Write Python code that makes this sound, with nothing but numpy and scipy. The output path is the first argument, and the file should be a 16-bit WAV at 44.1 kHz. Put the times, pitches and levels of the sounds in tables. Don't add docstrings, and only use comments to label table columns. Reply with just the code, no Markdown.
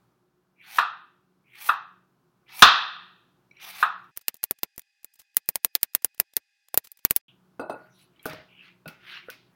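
import sys
import numpy as np
from scipy import signal
from scipy.fft import rfft, irfft, next_fast_len
from scipy.io import wavfile
from scipy.ndimage import uniform_filter1d, map_coordinates

SR = 44100
rng = np.random.default_rng(int(sys.argv[2]) if len(sys.argv) > 2 else 0)


def amplitude_ratio(level_db):
    exponent = np.asarray(level_db, float) / 20
    return 10 ** exponent


def to_wav(s):
    ch = np.atleast_2d(s).T
    pcm = np.round(np.clip(ch, -1, 1) * 32767)
    wavfile.write(sys.argv[1], SR, pcm.astype(np.int16))


N = 421155


def unit(x):
    return x / np.sqrt(np.mean(x ** 2) + 1e-20)


def along(points, hz):
    f, v = np.transpose(points)
    return np.interp(np.log(hz + 1), np.log(f + 1), v)


def noise(size, gain):
    m = next_fast_len(size)
    spectrum = rfft(rng.standard_normal(m)) * gain(np.fft.rfftfreq(m, 1 / SR))
    return unit(irfft(spectrum, m)[:size])


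def add(track, s, sound):
    part = track[round(s * SR):][:len(sound)]
    part += sound[:len(part)]


def blow(db_of, decay, seconds, early_db, early_t60, direct, direct_s, attack):
    size = next_fast_len(int(seconds * SR))
    t, hz = np.arange(size) / SR, np.fft.rfftfreq(size, 1 / SR)
    centres = 30 * 1.35 ** np.arange(23)[:, None]
    shares = np.clip(1 - abs(np.log((hz + 1) / centres) / np.log(1.35)), 0, 1)
    bands = irfft(rfft(rng.standard_normal(size)) * amplitude_ratio(db_of(hz)) * shares, size)
    fading = bands * amplitude_ratio(-60 * t / along(decay, centres))
    tail = np.sum(fading, axis=0) / bands.sum(axis=0).std()
    early = amplitude_ratio(-early_db) + amplitude_ratio(-60 * t / early_t60) + direct * np.exp(-(t / direct_s) ** 4)
    return tail * early * (1 - np.exp(-t / attack))


def ring(modes, size, gains, rough_db, attack):
    t = np.arange(size) / SR
    hz, db, t60 = np.transpose(modes)[:, :, None]
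    chance = rng.standard_normal((len(modes), 120))
    flutter = np.array([np.interp(220 * t, np.arange(len(row)), row) for row in chance])
    level = db + along(gains, hz) + rough_db * flutter - 60 * t / t60
    return np.sum(amplitude_ratio(level) * np.sin(2 * np.pi * hz * t), axis=0) * (1 - np.exp(-t / attack))


# f/Hz, density/dB per Hz
FIZZ_SPECTRUM = [(4000, -31), (5800, -6), (7000, -11.5), (10000, -2.5), (15300, -0.5), (15900, -1),
                 (16200, -40.5)]


def stroke(rows, spectrum, rate, depth_db, patchy_db):
    s, body_db, fizz_db, centre, spread = np.transpose(rows)
    size = int((s[-1] - s[0] + .012) * SR)
    t = s[0] + np.arange(size) / SR
    hz, frames, z = signal.stft(rng.standard_normal((2, size)), SR, nperseg=256)
    octaves = np.log2((hz[:, None] + 1) / np.interp(s[0] + frames, s, centre))
    away = octaves / (np.interp(s[0] + frames, s, spread) + 0.085)
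    body = amplitude_ratio(along(spectrum, hz)[:, None] - 6 * away ** 2)
    fizz = amplitude_ratio(along(FIZZ_SPECTRUM, hz)[:, None] + 0 * away)
    colour = np.array([g / np.sqrt(np.mean(g ** 2, axis=0)) for g in (body, fizz)])
    patches = uniform_filter1d(rng.standard_normal(z.shape), size=4, axis=1)
    patches = uniform_filter1d(patches, size=10, axis=2)
    pair = signal.istft(z * colour * amplitude_ratio(patchy_db * unit(patches)), SR, nperseg=256)[1][:, :size]
    jumps = map_coordinates(rng.standard_normal(int(size * rate / SR) + 4), [np.arange(size) * rate / SR])
    return amplitude_ratio(depth_db * jumps + [np.interp(t, s, body_db), np.interp(t, s, fizz_db)]) * pair


def rubbing(spans, spectrum, rate, depth_db, patchy_db, wet_db):
    out, t = np.zeros(N + SR), np.arange(SR // 2) / SR
    for rows in spans:
        dry = stroke(rows, spectrum, rate, depth_db, patchy_db)
        tails = rng.standard_normal((2, len(t))) * amplitude_ratio(-60 * t / [[.4], [.14]])
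        tails /= np.linalg.norm(tails, axis=1, keepdims=True)
        add(out, rows[0][0], dry.sum(axis=0))
        add(out, rows[0][0], amplitude_ratio(wet_db) * signal.fftconvolve(dry, tails, axes=1).sum(axis=0))
    return out[:N]


# t/s, peak level/dB, weight/dB
CHOPS = [
    (.784, -12, -7),
    (1.689, -15, -14.5),
    (2.622, 0.5, 17.5),
    (3.826, -13.5, -19),
]
# f/Hz, density/dB per Hz
BOARD_SPECTRUM = [(35, -80), (60, -51), (290, -35.5), (586, -32.5), (742, -16.5), (1080, -10.5), (1240, -6),
                  (1810, -13.5), (2190, -30), (2580, -20), (3950, -21.5), (4500, -30), (6920, -43.5),
                  (15400, -48.5), (16500, -79.5)]
# f/Hz, width/Hz, level/dB
BOARD_RESONANCES = [(1210, 210, 3), (2150, 48, -3.5), (2620, 130, 2.5), (2949, 160, -5.5), (3591, 100, 2),
                    (4565, 260, -1.5)]
# f/Hz, level/dB, t60/s
BOARD_MODES = [(790, -17, 0.22), (873, -8, 0.036), (964.5, -6.5, 0.22), (1115, -9, .3), (1210, -5.5, .35),
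               (1290, -3, 0.3), (1569, -9, 0.016), (1779, -19, 0.028), (2530, -20, 0.35), (3240, -20, .25),
               (3550, -23.5, .35), (3697, -21, .3)]
# f/Hz, t60/s
KITCHEN_DECAY = [(80, 0.22), (250, 0.33), (600, 0.51), (1300, 0.52), (2700, 0.56), (4000, 0.54),
                 (4800, .44), (5800, 0.47)]
# f/Hz, t60/s
TREBLE_DECAY = [(7500, .19), (12000, .15)]
BOOM_DB, BRIGHT_PER_WEIGHT, BRIGHT_DB = -1.5, .48, -0.5
LINGER, LINGER_PER_DB = 1.183, 0.0216


def chops():
    out = np.zeros(N)

    def resonances(hz):
        return sum(db * np.exp(-((hz - c) / w) ** 2) for c, w, db in BOARD_RESONANCES)

    for s, db, weight_db in CHOPS:
        bright_db = BRIGHT_DB + BRIGHT_PER_WEIGHT * weight_db
        linger = LINGER + LINGER_PER_DB * db
        force = [(60, 1.7 * weight_db), (110, weight_db), (250, 0.44 * weight_db), (850, BOOM_DB),
                 (1300, 0.002), (1800, 0.37 * bright_db), (2550, .5 * bright_db), (3200, bright_db),
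                 (4000, bright_db), (4600, 1.2 * bright_db), (6000, 1.2 * bright_db), (9000, 0)]
        colour = lambda hz: along(BOARD_SPECTRUM, hz) + resonances(hz) + along(force, hz)
        decay = [(hz, linger * t60) for hz, t60 in KITCHEN_DECAY] + TREBLE_DECAY
        contact = dict(direct=1.3, direct_s=.012, attack=.0012)
        answer = blow(colour, decay, seconds=.85, early_db=3.0, early_t60=0.25, **contact)
        board = ring(BOARD_MODES, len(answer), force, rough_db=2, attack=0.0024)
        add(out, s, amplitude_ratio(db - 7.5) * (answer + 0.54 * board))
    return out


# touch t/s, bite t/s, end t/s, body and fizz level/dB at the end
CUTS = [
    (.56, 0.616, .772, -46, -46.5),
    (1.44, 1.54, 1.677, -45.5, -40),
    (2.46, 2.492, 2.608, -43.5, -40.5),
    (3.52, 3.59, 3.64, -45.5, -50),
    (3.58, 3.62, 3.7, -45.5, -48.5),
    (3.66, 3.698, 3.76, -48, -50.5),
    (3.7, 3.74, 3.814, -43, -44.5),
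]
# f/Hz, density/dB per Hz
FLESH_SPECTRUM = [(290, -56.5), (500, -27), (668, -12), (802, 3), (1030, -12.5), (1200, -6), (1800, -9),
                  (2300, -2), (2900, -8.5), (3500, -8.5), (6500, -14.5), (8450, -48), (14300, -120)]
TOUCH_DB, BITE_DB, EDGE_HZ = -32, -10, 2380
FIZZ_TOUCH_DB, FIZZ_BITE_DB, FIZZ_MIDWAY_DB = -58, -35.5, -10


def knife():
    spans = []
    for touch, bite, end, db, fizz_db in CUTS:
        times = [touch, bite, (bite + end) / 2, end]
        body = db + np.array([TOUCH_DB, BITE_DB, BITE_DB / 2, 0])
        fizz = fizz_db + np.array([FIZZ_TOUCH_DB, FIZZ_BITE_DB, FIZZ_MIDWAY_DB, 0])
        octaves = np.clip((body + 57) / 4, .05, 2.5)
        spans.append([(s, b, f, EDGE_HZ, w) for s, b, f, w in zip(times, body, fizz, octaves)])
    return rubbing(spans, FLESH_SPECTRUM, rate=250, depth_db=2.0, patchy_db=2, wet_db=-3.5)


# t/s, peak level/dB, upper modes level/dB
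TAPS = [
    (.595, -58, -17),
    (3.511, -56.5, 0),
    (3.568, -61, 7),
    (4.039, -72, 5),
]
# f/Hz, level/dB, t60/s
BLADE_MODES = [(2300, 1.5, .12), (2550, -6, 0.12), (4000, -10, 0.065), (5670, -11, .08)]


def taps():
    out = np.zeros(N)
    for s, db, upper_db in TAPS:
        ping = ring(BLADE_MODES, SR // 6, [(2500, 0), (3800, upper_db)], rough_db=8, attack=.001)
        add(out, s, amplitude_ratio(db) * ping)
    return out


# t/s, peak level/dB, body level/dB
SNAPS = [(.772, -38, -4), (2.6223, -11.5, 6.5), (2.649, -32, -14), (4.042, -72, 1), (8.229, -50, -25),
         (8.2558, -35, -6), (8.264, -35, -3), (8.297, -42.5, 6), (8.332, -44, 8.5), (8.3555, -60, 18),
         (8.4158, -65, 28), (8.878, -44, -2), (8.886, -51, -5), (9.301, -38.5, 2.5)]


def snaps():
    out = np.zeros(N)
    for s, db, body_db in SNAPS:
        tone = [(800, body_db - 21.5), (2500, body_db), (5000, body_db - 0.5), (7500, -10.0),
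                (11000, -1.5), (16000, 0.5), (16500, -30)]
        tick = blow(lambda hz: along(tone, hz), KITCHEN_DECAY + TREBLE_DECAY, seconds=0.22, early_db=12,
                    early_t60=.02, direct=1.7, direct_s=0.0012, attack=0.00075)
        add(out, s, amplitude_ratio(db) * tick)
    return out


# t/s, peak level/dB, low level/dB, middle level/dB
QUICK_KNOCKS = [(4.1735, -17, -4, -5.5), (4.2822, -5.5, 0, 6), (4.343, -30, 3, -3.5), (4.439, -8, -7, -1.5),
                (4.5098, -10.5, 7, -4.5), (4.6327, -7.5, 6, 2.5), (4.7794, -21.5, 6.5, -5),
                (4.7941, -27, -5, -2.5), (5.0452, -23.5, -1, -6.5), (5.3678, 1, -6.5, -3.5),
                (5.4889, -3, 0, -6), (5.5565, -5.5, 3, -2.5), (5.6472, -0.5, 0, -3.5),
                (5.7517, -1.5, -1.5, 5), (5.8307, -0.5, -3.5, 0.5), (5.9496, -2, 0, 0.5),
                (6.0462, -3.5, 0.5, -3.5), (6.1995, 0, 4.5, -2.5), (6.3667, -4, 2.5, -1.5),
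                (6.743, -9.5, 8, -2), (6.7748, 2, -1.5, -4.5), (6.917, -27.5, -8, -7), (7.0499, -2, 2, 1),
                (7.1086, -0.5, 3.5, -3.5), (7.1627, -1.5, -4, -5.5)]
# f/Hz, density/dB per Hz
QUICK_SPECTRUM = [(18, -37), (30, -13.5), (1540, -16.5), (1810, -12), (3320, -15), (4210, -13.5),
                  (7940, -15), (12800, -3.5), (15400, -2.5), (16600, -14.5)]
# f/Hz, t60/s
QUICK_DECAY = [(200, .047), (2000, .044), (5000, .034), (14000, .029)]
# t/s, level/dB, length/ms, low level/dB
SCUFFS = [(4.168, -47.5, 6, 4), (4.193, -53.5, 2.1, 8.5), (4.215, -51.5, 5, 0.5), (4.355, -53, 2.3, 6.5),
          (4.369, -50, 2.8, -7), (4.433, -45, 3.3, 2.5), (4.589, -50.5, 3, 1), (4.763, -55, 2.8, -1),
          (4.819, -53, 1.8, 6), (5.032, -58, 2.6, 2.5), (5.14, -53.5, 3.6, -10), (5.158, -57.5, 4.4, 0),
          (5.199, -47.5, 9.6, 2), (5.218, -51, 1.7, 5), (5.347, -55, 1.8, 3.5), (5.46, -61.5, 2.2, -1.5),
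          (5.634, -62, 1.5, -5.5), (5.815, -57.5, 4.6, 4), (5.936, -52, 1.8, 0.5), (6.024, -53.5, 4.1, 5),
          (6.147, -55.5, 2.8, 3), (6.18, -52, 2.2, 3), (6.337, -48.5, 2.2, 4), (6.686, -48, 1.8, 0),
          (6.85, -46, 9.4, 1), (6.873, -43, 2.7, 1), (6.974, -51.5, 2.6, -3), (6.992, -56, 4.1, 6),
          (7.103, -47, 3.4, 0), (7.157, -47.5, 3.1, 2)]
# f/Hz, density/dB per Hz
QUICK_AIR = [(35, -84), (60, -53), (1330, -26), (1940, -6), (2240, -29.5), (2520, -0.5), (2970, -13.5),
             (4980, -11), (15000, -31.5), (16500, -32.5)]
SPEED = 13.62
LEAD_DB, LEAD_FOLLOWS = -58, 0.71
SCUFF_RISE, SCUFF_FALL = 0.5, 0.56


def fast_forward():
    air = noise(N, lambda hz: amplitude_ratio(along(QUICK_AIR, hz)))
    out = amplitude_ratio(-78.5) * air + amplitude_ratio(-78) * hum(SPEED)
    t = np.arange(-SR // 25, SR // 12) / SR
    for s, db, low_db, middle_db in QUICK_KNOCKS:
        balance = [(60, low_db - 5.0), (500, low_db + 0.5), (3000, middle_db), (10000, 0.0),
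                   (16000, -1), (16700, -26)]
        colour = lambda hz: along(QUICK_SPECTRUM, hz) + along(balance, hz)
        knock = blow(colour, QUICK_DECAY, seconds=.1, early_db=5, early_t60=.014,
                     direct=1.7, direct_s=.0012, attack=.00015)
        add(out, s + 0.00011, amplitude_ratio(db - 13) * knock)
        swell = amplitude_ratio(LEAD_DB + 1300 * t) * (t < 0)
        add(out, s + t[0], amplitude_ratio(LEAD_FOLLOWS * db) * swell * noise(len(t), lambda hz: amplitude_ratio(colour(hz))))
    for s, db, ms, low_db in SCUFFS:
        tone = [(300, low_db - 9.0), (3000, low_db - 3), (9000, -2.0), (13000, 2), (15900, 1.0), (16400, -21)]
        rise = np.exp(-(700 * t / (SCUFF_RISE * ms)) ** 2)
        fall = np.exp(-600 * np.abs(t) / (SCUFF_FALL * ms))
        scuff = np.where(t < 0, rise, fall) * noise(len(t), lambda hz: amplitude_ratio(along(tone, hz)))
        add(out, s + t[0], amplitude_ratio(db - 1.5) * scuff)
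    return out


# t/s, peak level/dB, deep level/dB, bright level/dB, wall modes level/dB
DROPS = [
    (7.595, -15, -1, -6, -4),
    (7.696, -16.5, -1, -3.5, -1.5),
    (8.2555, -21, 3, 5, -6),
    (8.332, -28.5, 21, 1, -9),
    (8.414, -45, -1, 11, -13),
    (8.857, -32, -3, 9, 15.5),
    (8.88, -30, 18, 32, -1),
    (9.301, -39, -4.5, 29, -6),
]
# f/Hz, density/dB per Hz
THUD_SPECTRUM = [(29, -53), (50, -28.5), (220, -5.5), (280, -3.5), (566, -2), (639, -1.5), (1090, -9.5),
                 (1490, -3.5), (1610, -23.5), (5540, -36), (7230, -68), (15300, -39), (16500, -47)]
# f/Hz, level/dB, t60/s
GLASS_MODES = [(283.2, -3.5, 0.24), (505, -5, 0.15), (626, -6.5, 0.38), (843, -9, 0.36), (1446, -12, 0.47),
               (2606, -18.5, 0.26), (3720, -26, 0.14), (4110, -22.5, 0.18), (4696, -26.5, 0.16),
               (6140, -30, 0.11), (7677, -35, .12), (8180, -27, 0.12), (9120, -23, 0.15), (12510, -24, .07)]
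RIM_DAMPS_DB_PER_S, RIM_DULLEST_DB = 26, -31.5


def bowl():
    out = np.zeros(N)
    for s, db, deep_db, bright_db, wall_db in DROPS:
        since_filling = max(s - DROPS[1][0], 0)
        rim_db = max(RIM_DULLEST_DB, -RIM_DAMPS_DB_PER_S * since_filling)
        weight = [(140, deep_db), (300, 0), (600, 0), (1100, 0.14 * bright_db), (2200, bright_db)]
        colour = lambda hz: along(THUD_SPECTRUM, hz) + along(weight, hz)
        decay = [(150, 0.31), (500, 0.324), (1500, 0.36), (4000, 0.14)] + TREBLE_DECAY
        thud = blow(colour, decay, seconds=0.49, early_db=3.6, early_t60=0.022,
                    direct=1.15, direct_s=0.0056, attack=0.00222)
        struck = [(900, -5.0), (1400, wall_db + 0.31 * rim_db), (2600, wall_db), (3750, wall_db + 0.2 * rim_db),
                  (4100, wall_db + 0.6 * rim_db), (6000, wall_db + rim_db)]
        glass = ring(GLASS_MODES, len(thud), struck, rough_db=5.5, attack=.001)
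        add(out, s, amplitude_ratio(db - 13.5) * (thud + glass))
    return out


# t/s, peak level/dB, f/Hz, t60/s
PATS = [(8.2564, -18.5, 420, 0.014), (8.2556, -25.5, 1480, 0.022), (8.2631, -21, 430, 0.018),
        (7.596, -22.5, 478, 0.038), (8.161, -59, 3000, .04), (8.194, -52, 3260, .06),
        (8.196, -53, 2300, .07), (8.195, -57, 4000, .05), (8.27, -40.5, 626, 0.32), (8.3, -33, 158, 0.085),
        (8.866, -35.5, 163, .12), (8.881, -38, 230, 0.053), (9.285, -27, 494, 0.026),
        (9.2854, -37.5, 1420, 0.038), (9.295, -30.5, 1500, 0.034)]
# t/s, peak level/dB, f/Hz, t60/s
WALL_TAP = [
    (8.858, -45, 2606, .33),
    (8.859, -46, 1450, .4),
]


def pats():
    out = np.zeros(N)
    for s, db, hz, t60 in PATS + WALL_TAP:
        add(out, s, ring([(hz, db, t60)], SR // 5, [(100, 0)], rough_db=1.0, attack=0.46 / hz))
    return out


PRESS_DB_PER_S, LIFT_DB_PER_S, FADE_DB = 285, 301.5, 30
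FIZZ_SAG_DB = 8.5


def sweep(s, hold, db, hz, fizz_db, octaves):
    times = [s - FADE_DB / PRESS_DB_PER_S, s, s + hold, s + hold + FADE_DB / LIFT_DB_PER_S]
    body = db - np.array([FADE_DB, 0, 0, FADE_DB])
    fizz = body + fizz_db - np.array([0, 0, FIZZ_SAG_DB, FIZZ_SAG_DB])
    return [(a, b, c, hz, octaves) for a, b, c in zip(times, body, fizz)]


# full pressure t/s, hold/s, scrape level/dB, centre f/Hz, fizz over scrape/dB
SWEEPS = [(7.758, .13, -67, 1570, -14), (8.0, 0.04, -68, 3860, -1), (8.17, .03, -73, 2591, -21),
          (8.296, 0.031, -47, 2400, -23), (8.354, 0.042, -55, 2200, -35), (8.651, .03, -54, 2580, -25.5),
          (8.952, 0.011, -65.5, 2270, -27), (9.033, .02, -61.5, 2780, -25), (9.092, .085, -44, 2490, -23.5),
          (9.2, 0.033, -58.5, 2300, -27), (9.318, 0.0027, -52, 2040, -16), (9.541, .01, -75, 2150, -9)]
# full pressure t/s, hold/s, scrape level/dB, centre f/Hz, fizz over scrape/dB
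TOUCHES = [
    (7.284, .02, -62.5, 3060, -30),
    (8.525, .1, -58, 2700, -30),
]
# f/Hz, density/dB per Hz
SCRAPE_SPECTRUM = [(350, -39), (600, -5), (715, 9), (887, -8), (1340, -1), (2580, -5), (5470, -15.5),
                   (7000, -22.5), (9100, -75), (15400, -120)]
PALM_OCTAVES, FINGER_OCTAVES = 0.7, .14
WIDENS_PER_DB = .008


def hands():
    spans = [sweep(*row, FINGER_OCTAVES) for row in TOUCHES]
    spans += [sweep(*row, PALM_OCTAVES + WIDENS_PER_DB * (row[2] + 55)) for row in SWEEPS]
    return rubbing(spans, SCRAPE_SPECTRUM, rate=500, depth_db=2.2, patchy_db=3.0, wet_db=-12.0)


# t/s, length/s, f/Hz, glide/Hz, level/dB
SQUEAKS = [
    (7.788, .1, 4300, 298, -75),
    (7.82, 0.063, 11600, 599.5, -80),
    (7.89, .1, 6000, -400, -71),
    (7.919, 0.16, 3785, 300, -66),
    (7.93, .06, 10200, -500, -77),
    (8.0, .04, 7900, 99.5, -72),
    (8.005, .05, 10200, 0, -66),
]


def squeaks():
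    out = np.zeros(N)
    for s, length, hz, glide_hz, db in SQUEAKS:
        u = np.linspace(0, 1, int(length * SR))
        chance = rng.standard_normal((2, 300))
        wander, rough = (map_coordinates(row, [u * length * 1600]) for row in chance)
        pitch = hz + glide_hz * u + 260 * wander
        whistle = np.sin(np.pi * u) * np.sin(2 * np.pi * np.cumsum(pitch) / SR)
        add(out, s, amplitude_ratio(db + 4 * rough) * whistle)
    return out


# f/Hz, width/Hz, level/dB
HUM_RESONANCES = [(119.5, 4.5, 1.5), (129, 11, 2.5), (155, 5, -1), (184, 3.7, 8.5), (254, 12, 1),
                  (362, 3.9, 7), (810, 8, -4)]
# f/Hz, level/dB
MOTOR_TONES = [(59.5, -15), (119.8, -15), (147.4, -12), (184.2, -4), (355.8, -7)]


def hum(speed):
    def resonators(f):
        return sum(amplitude_ratio(db) * speed * w * f / abs((speed * c) ** 2 - f * f + 1j * f * speed * w)
                   for c, w, db in HUM_RESONANCES)

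    t = np.arange(N) * speed / SR
    motor = sum(amplitude_ratio(db) * np.sin(2 * np.pi * hz * t) for hz, db in MOTOR_TONES)
    return noise(N, lambda f: resonators(f) ** 2) + motor


# f/Hz, density/dB per Hz
AIR_SPECTRUM = [(30, -40.5), (55, -22.5), (85, -24), (124, -8.5), (187, -8), (214, -15), (321, -14),
                (358, -10), (483, -22), (1060, -20), (1500, -22.5), (1900, -32), (5000, -36.5), (8000, -42),
                (16000, -40)]
# t/s, level/dB
AIR_LEVEL = [(0, -68), (0.302, -73), (4.1, -68), (7.3, -68), (9.55, -67)]


def background():
    s, db = np.transpose(AIR_LEVEL)
    air = noise(N, lambda hz: amplitude_ratio(along(AIR_SPECTRUM, hz))) + amplitude_ratio(-3.5) * hum(1)
    return amplitude_ratio(np.interp(np.arange(N) / SR, s, db)) * air


def kitchen():
    cutting = chops() + knife() + taps() + snaps()
    gathering = bowl() + pats() + hands() + squeaks()
    return cutting + gathering + background()


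# f/Hz, depth/dB under the loudest middle band at which a band drops out
GATE_DEPTH = [(1900, 60), (2800, 42), (4300, 40), (6000, 44), (8000, 54), (16000, 58)]


def band_gated(x):
    hz, frames, z = signal.stft(x, SR, nperseg=1024)
    band = (11 * np.log(hz / 600 + 1)).astype(int)
    member = band == np.arange(band.max() + 1)[:, None]
    count = member.sum(axis=1)
    level = 10 * np.log10(member @ abs(z) ** 2 / count[:, None] + 1e-20)
    centre = member @ hz / count
    under = level[centre > 700].max(axis=0) - level
    under = under + 2.5 * rng.standard_normal(level.shape)
    lost = np.clip((under - along(GATE_DEPTH, centre)[:, None]) / 2, 0, 1)
    return signal.istft(z * amplitude_ratio(-16 * lost[band]), SR, nperseg=1024)[1][:N]


FAST_FROM, FAST_TO, BACK = 4.11, 7.213, 7.282


def scene():
    t = np.arange(N) / SR
    slow = np.clip((FAST_FROM + 0.0092 - t) / 0.016, 0, 1) + (t > BACK)
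    fast = (t > FAST_FROM) * (t < FAST_TO)
    return (slow * band_gated(kitchen()) + fast * fast_forward())[None]


def roll_off(x):
    return signal.sosfilt(signal.butter(12, 16790, fs=SR, output="sos"), x)


def record(dry):
    clipped = dry / (1 + np.abs(dry / 1.05) ** 8) ** (1 / 8)
    return roll_off(clipped)


dry = scene()
out = record(dry)
to_wav(out)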